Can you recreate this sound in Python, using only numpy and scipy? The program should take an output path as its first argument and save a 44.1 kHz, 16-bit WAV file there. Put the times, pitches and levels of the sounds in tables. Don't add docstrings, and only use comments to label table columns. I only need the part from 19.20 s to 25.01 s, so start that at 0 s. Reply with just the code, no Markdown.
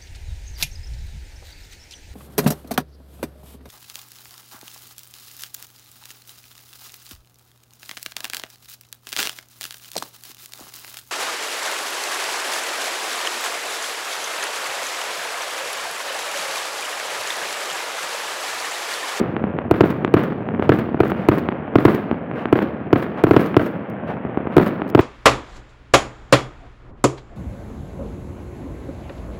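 import sys
import numpy as np
from scipy import signal
from scipy.fft import rfft, irfft
from scipy.io import wavfile

SR = 44100
rng = np.random.default_rng(int(sys.argv[2]) if len(sys.argv) > 2 else 0)


def file_out(sig):
    cols = np.atleast_2d(sig).T
    lim = np.clip(cols, -1, 1)
    pcm = np.round(lim * 32767).astype(np.int16)
    wavfile.write(sys.argv[1], SR, pcm)


N = 256220
TIME = np.arange(N) / SR

# pitch_hz, level_db
RUMBLE_COLOUR = [(20, -63.5), (45, -36.5), (80, -7), (130, -3), (220, 1), (340, -6), (500, -8.5),
                 (900, -30.5), (2000, -93), (5000, -94.5)]
PATTER_COLOUR = [(100, -22.5), (350, -0.5), (600, 9), (1000, 0), (1600, -3.5), (2500, -11.5), (3200, -19.5),
                 (4200, -40.5), (5500, -57.5), (8000, -59), (16000, -67.5)]
# start_s, hold_s, level_db
CRACKLES = [(0, 0.11, -37), (1.427, 0.021, -29), (1.97, 0.083, -31), (3.159, 0.061, -30.5),
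            (3.977, 0.017, -29.5), (4.88, 0.026, -29.5), (5.325, 0.013, -32)]
# pitch_hz, level_db
CRACKLE_COLOUR = [(150, -28), (500, 17), (1200, 8.5), (2800, -3), (4500, -20), (8000, -33.5), (15000, -35)]
# start_s, level_db, tilt_db_per_octave
POPS = [(.013, -4, -15.5), (0.1657, -4.5, 1), (.24, -5, -3.5), (0.3877, -4, -1), (.848, 2.5, -1),
        (1.2886, -6.5, -1), (1.348, -13.5, 5), (1.3959, -3, -6.5), (1.4246, -1.5, -2), (1.5196, -2, -5),
        (1.6896, -11, -5), (1.7449, -4, -7.5), (1.9188, -1, -3), (2.2881, -0.5, -1.5), (2.323, -8.5, 0.5),
        (2.9134, -2, -2.5), (2.9263, -9, -10.5), (3.1137, -8.5, -0.5), (3.256, -2, -1), (3.3897, -1, -1),
        (4.344, -5, 1.5), (5.0505, -8.5, -5), (5.1735, -3, -6.5), (5.2712, -6, -4.5), (5.619, -4, -1.5)]
# pitch_hz, level_db
POP_COLOUR = [(25, -37.5), (80, -5.5), (160, 0.5), (290, 2.5), (450, -6.5), (800, -4.5), (1500, -10.5),
              (2800, -19.5), (4200, -39.5), (5500, -73), (7500, -77.5), (16000, -98.5)]
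# delay_s, level_db, cutoff_hz
POP_ECHO = [(.030, -12, 3410)]
# start_s, peak_db
TICKS = [(1.8807, -27.5), (4.699, -34.5), (5.679, -39), (5.691, -31), (5.7, -25.5)]
# start_s, level_db, scatter_db
SHOTS = [(-.098, -1.5, 0), (0.512, -1.5, -4), (0.608, 2.5, -4), (.94, 1, .5), (1.493, 1.5, .5),
         (1.8039, 0, -4), (2.0871, 2.5, -2), (2.556, 1.5, -2.5), (2.6521, 4.5, -1), (3.327, -1, -1),
         (3.7296, 1, -2.5), (4.0385, 1, -5), (4.11, 1, -6.5), (4.1649, 2.5, -5.5), (4.3669, 2.5, -4),
         (5.3672, 1.5, -3), (5.3812, -1, -4), (5.7493, 3.5, -5.5), (5.7915, 1.5, 5)]
# pitch_hz, level_db
BLAST_COLOUR = [(25, -14), (70, -11.5), (118, -2), (190, -16), (290, 8), (420, 0.5), (630, -1.5),
                (1000, -5), (2000, -14), (3000, -35), (5000, -71.5), (8000, -70), (15000, -55)]
# delay_s, level_db, cutoff_hz
RECESS = [(.0022, 9.5, 440), (.00374, 7, 300)]
# delay_s, level_db, cutoff_hz
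HOUSE_FRONTS = [(.0305, -20, 1620), (.040, -27.5, 2540), (.0498, -23.5, 1500), (0.097, -32.5, 1500)]
# delay_s, ledge_level_db
FACADES = [(.031, -22), (.095, -28.5)]
# delay_s, scatter_db, hiss_db
SWELLS = [(0, 9.5, 6), (0.029, 10, -2), (0.096, 5, 6.5)]
# pitch_hz, level_db
SCATTER_COLOUR = [(30, -27.5), (80, -23), (140, -3.5), (210, 0), (320, 0), (520, -9), (800, -19.5),
                  (1200, -15.5), (2000, -23), (3000, -31), (4500, -42.5), (8000, -72.5), (16000, -87.5)]
# pitch_hz, level_db
HISS_COLOUR = [(1500, 3.5), (4000, 8.5), (6000, 4), (8000, -1), (11000, 0.5), (15000, 5.5), (17000, 4)]


def undb(db):
    return 10 ** (np.asarray(db) / 20)


def add(out, start_s, x):
    i = int(round(start_s * SR))
    x, i = x[max(-i, 0):], max(i, 0)
    out[i:i + len(x)] += x[:max(len(out) - i, 0)]


def convolve(x, response):
    return signal.fftconvolve(x, response)[:len(x)]


def butter(x, hz, kind="lowpass", order=1):
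    return signal.sosfilt(signal.butter(order, hz, kind, fs=SR, output="sos"), x)


def envelope(t, start_s, rise_s, t60_s, hold_s=0):
    rise = np.exp(np.minimum(t - start_s, 0) / rise_s)
    return rise * undb(-60 * np.maximum(t - start_s - hold_s, 0) / t60_s)


def drift(per_s):
    values = rng.standard_normal(256)
    return np.interp(TIME * per_s, np.arange(len(values)), values)


def pulse(colour, tilt_db=0, size=4096):
    hz, db = np.transpose(colour)
    bins_hz = np.maximum(np.fft.rfftfreq(size, 1 / SR), 10)
    octaves = np.log2(np.clip(bins_hz, 400, 2400) / 400)
    gain = undb(np.interp(np.log(bins_hz), np.log(hz), db) + tilt_db * octaves)
    cepstrum = irfft(np.log(gain))
    cepstrum[1:size // 2] *= 2
    cepstrum[size // 2 + 1:] = 0
    wave = irfft(np.exp(rfft(cepstrum)))
    return wave / np.abs(wave).max()


def swarm(colour, per_s, spread_db):
    moments = rng.random(N) < per_s / SR
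    hits = moments * undb(spread_db * np.clip(rng.standard_normal(N), -2, 2))
    pulses = convolve(hits - hits.mean(), pulse(colour))
    return pulses / np.sqrt(np.mean(pulses ** 2))


def reflect(x, walls, share_db=0):
    out = x.copy()
    for delay_s, db, cutoff_hz in walls:
        add(out, delay_s, undb(db + share_db) * butter(x, cutoff_hz, order=2))
    return out


def far_city(rumble_db, patter_db, soft_pops_db, sharp_pops_db):
    heavy_db = 4 * (1 - np.tanh((TIME - 2.25) / .15)) / 2
    rumble = undb(rumble_db + heavy_db) * swarm(RUMBLE_COLOUR, per_s=400, spread_db=4)
    patter = swarm(PATTER_COLOUR, per_s=2500, spread_db=3)
    soft_pops = butter(swarm(POP_COLOUR, per_s=40, spread_db=4), hz=2000, order=2)
    sharp_pops = swarm(POP_COLOUR, per_s=7, spread_db=2)
    patter *= undb(patter_db + drift(per_s=5.45))
    return rumble + patter + undb(soft_pops_db) * soft_pops + undb(sharp_pops_db) * sharp_pops


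def crackling_stars():
    gain = sum(undb(db) * envelope(TIME, start_s, rise_s=.0091, t60_s=.25, hold_s=hold_s)
               for start_s, hold_s, db in CRACKLES)
    return gain * swarm(CRACKLE_COLOUR, per_s=3000, spread_db=3)


def middle_pops(gain_db, wash_db, wash_t60_s):
    out = np.zeros(N)
    t = TIME[:SR // 2]
    wash = swarm(SCATTER_COLOUR, per_s=2500, spread_db=3)
    wash_gain = undb(wash_db - 60 * t / wash_t60_s) * (1 - np.exp(-t / .013))
    typical_db, octaves_per_db = -6, .04
    for start_s, db, tilt_db in POPS:
        shift = 2 ** (octaves_per_db * (db - typical_db))
        front = pulse(np.array(POP_COLOUR) * [shift, 1], tilt_db)
        crack = front - 2 * butter(front, hz=150)
        report = reflect(crack, RECESS, share_db=-18.5)
        tail = wash_gain * np.roll(wash, -int(start_s * SR))[:len(t)]
        add(out, start_s, undb(gain_db + db) * (reflect(report, POP_ECHO) + 0))
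        add(out, start_s, undb(gain_db + db) * tail)
    return out


def close_ticks(decay_s):
    out = np.zeros(N)
    t = TIME[:SR // 20]
    for start_s, peak_db in TICKS:
        burst = rng.standard_normal(len(t)) * np.exp(-t / decay_s)
        click = convolve(burst, pulse(HISS_COLOUR))
        add(out, start_s, undb(peak_db) * click / np.abs(click).max())
    return out


def scatter_and_hiss_gains(t, tail_delay_s=.043, rise_s=.002):
    scatter_power = envelope(t, tail_delay_s, rise_s, t60_s=.71) ** 2
    hiss_power = (undb(-1.5) * envelope(t, tail_delay_s, rise_s, t60_s=.38)) ** 2
    for delay_s, scatter_db, hiss_db in SWELLS:
        swell = envelope(t, delay_s, rise_s, t60_s=.057)
        scatter_power += (undb(scatter_db) * swell) ** 2
        hiss_power += (undb(hiss_db) * swell) ** 2
    return np.sqrt(scatter_power), np.sqrt(hiss_power)


def ledge_echoes(blast, count=4, spread_s=.00678, spread_db=6):
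    out = np.zeros(len(blast))
    upper = butter(blast, [900, 2200], "bandpass")
    for delay_s, db in FACADES:
        offsets_s = spread_s * rng.triangular(-1, 0, 1, count)
        offsets_db = spread_db * rng.uniform(-1, 1, count)
        for offset_s, offset_db in zip(offsets_s, offsets_db):
            add(out, delay_s + offset_s, undb(db + offset_db) * upper)
    return out


def near_battery(blast_db, scatter_db, hiss_db):
    t = TIME[:SR * 3 // 5]
    direct = np.zeros(len(t))
    add(direct, 0, undb(blast_db) * pulse(BLAST_COLOUR))
    blast = reflect(reflect(direct, RECESS), HOUSE_FRONTS)
    scatter_gain, hiss_gain = scatter_and_hiss_gains(t)
    scatter = undb(scatter_db) * swarm(SCATTER_COLOUR, per_s=1300, spread_db=3)
    hiss = undb(hiss_db) * swarm(HISS_COLOUR, per_s=5500, spread_db=5.5)
    out = np.zeros(N)
    for start_s, db, shot_scatter_db in SHOTS:
        span = (int(start_s * SR) + np.arange(len(t))) % N
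        shot = blast + ledge_echoes(direct) + hiss_gain * hiss[span]
        add(out, start_s, undb(db) * shot + undb(shot_scatter_db) * scatter_gain * scatter[span])
    return out


def scene():
    near = near_battery(blast_db=8, scatter_db=-17.5, hiss_db=-46)
    middle = middle_pops(gain_db=-.5, wash_db=-31, wash_t60_s=.3) + crackling_stars()
    far = far_city(rumble_db=-29.5, patter_db=-35.5, soft_pops_db=-40, sharp_pops_db=-49.5)
    return (near + middle + far + close_ticks(decay_s=.0022))[None]


def record(dry):
    ceiling, knee = .94, 5
    hollow_hz, hollow_db, top_hz = 6400, -5.5, 16000
    flattened = dry / (1 + np.abs(dry / ceiling) ** knee) ** (1 / knee)
    notched = signal.lfilter(*signal.iirnotch(hollow_hz, Q=.68, fs=SR), flattened)
    hollow = notched + undb(hollow_db) * (flattened - notched)
    low_cut = butter(hollow, 25, "highpass")
    return signal.sosfilt(signal.ellip(8, .2, 70, top_hz, fs=SR, output="sos"), low_cut)


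dry = scene()
out = record(dry)
file_out(out)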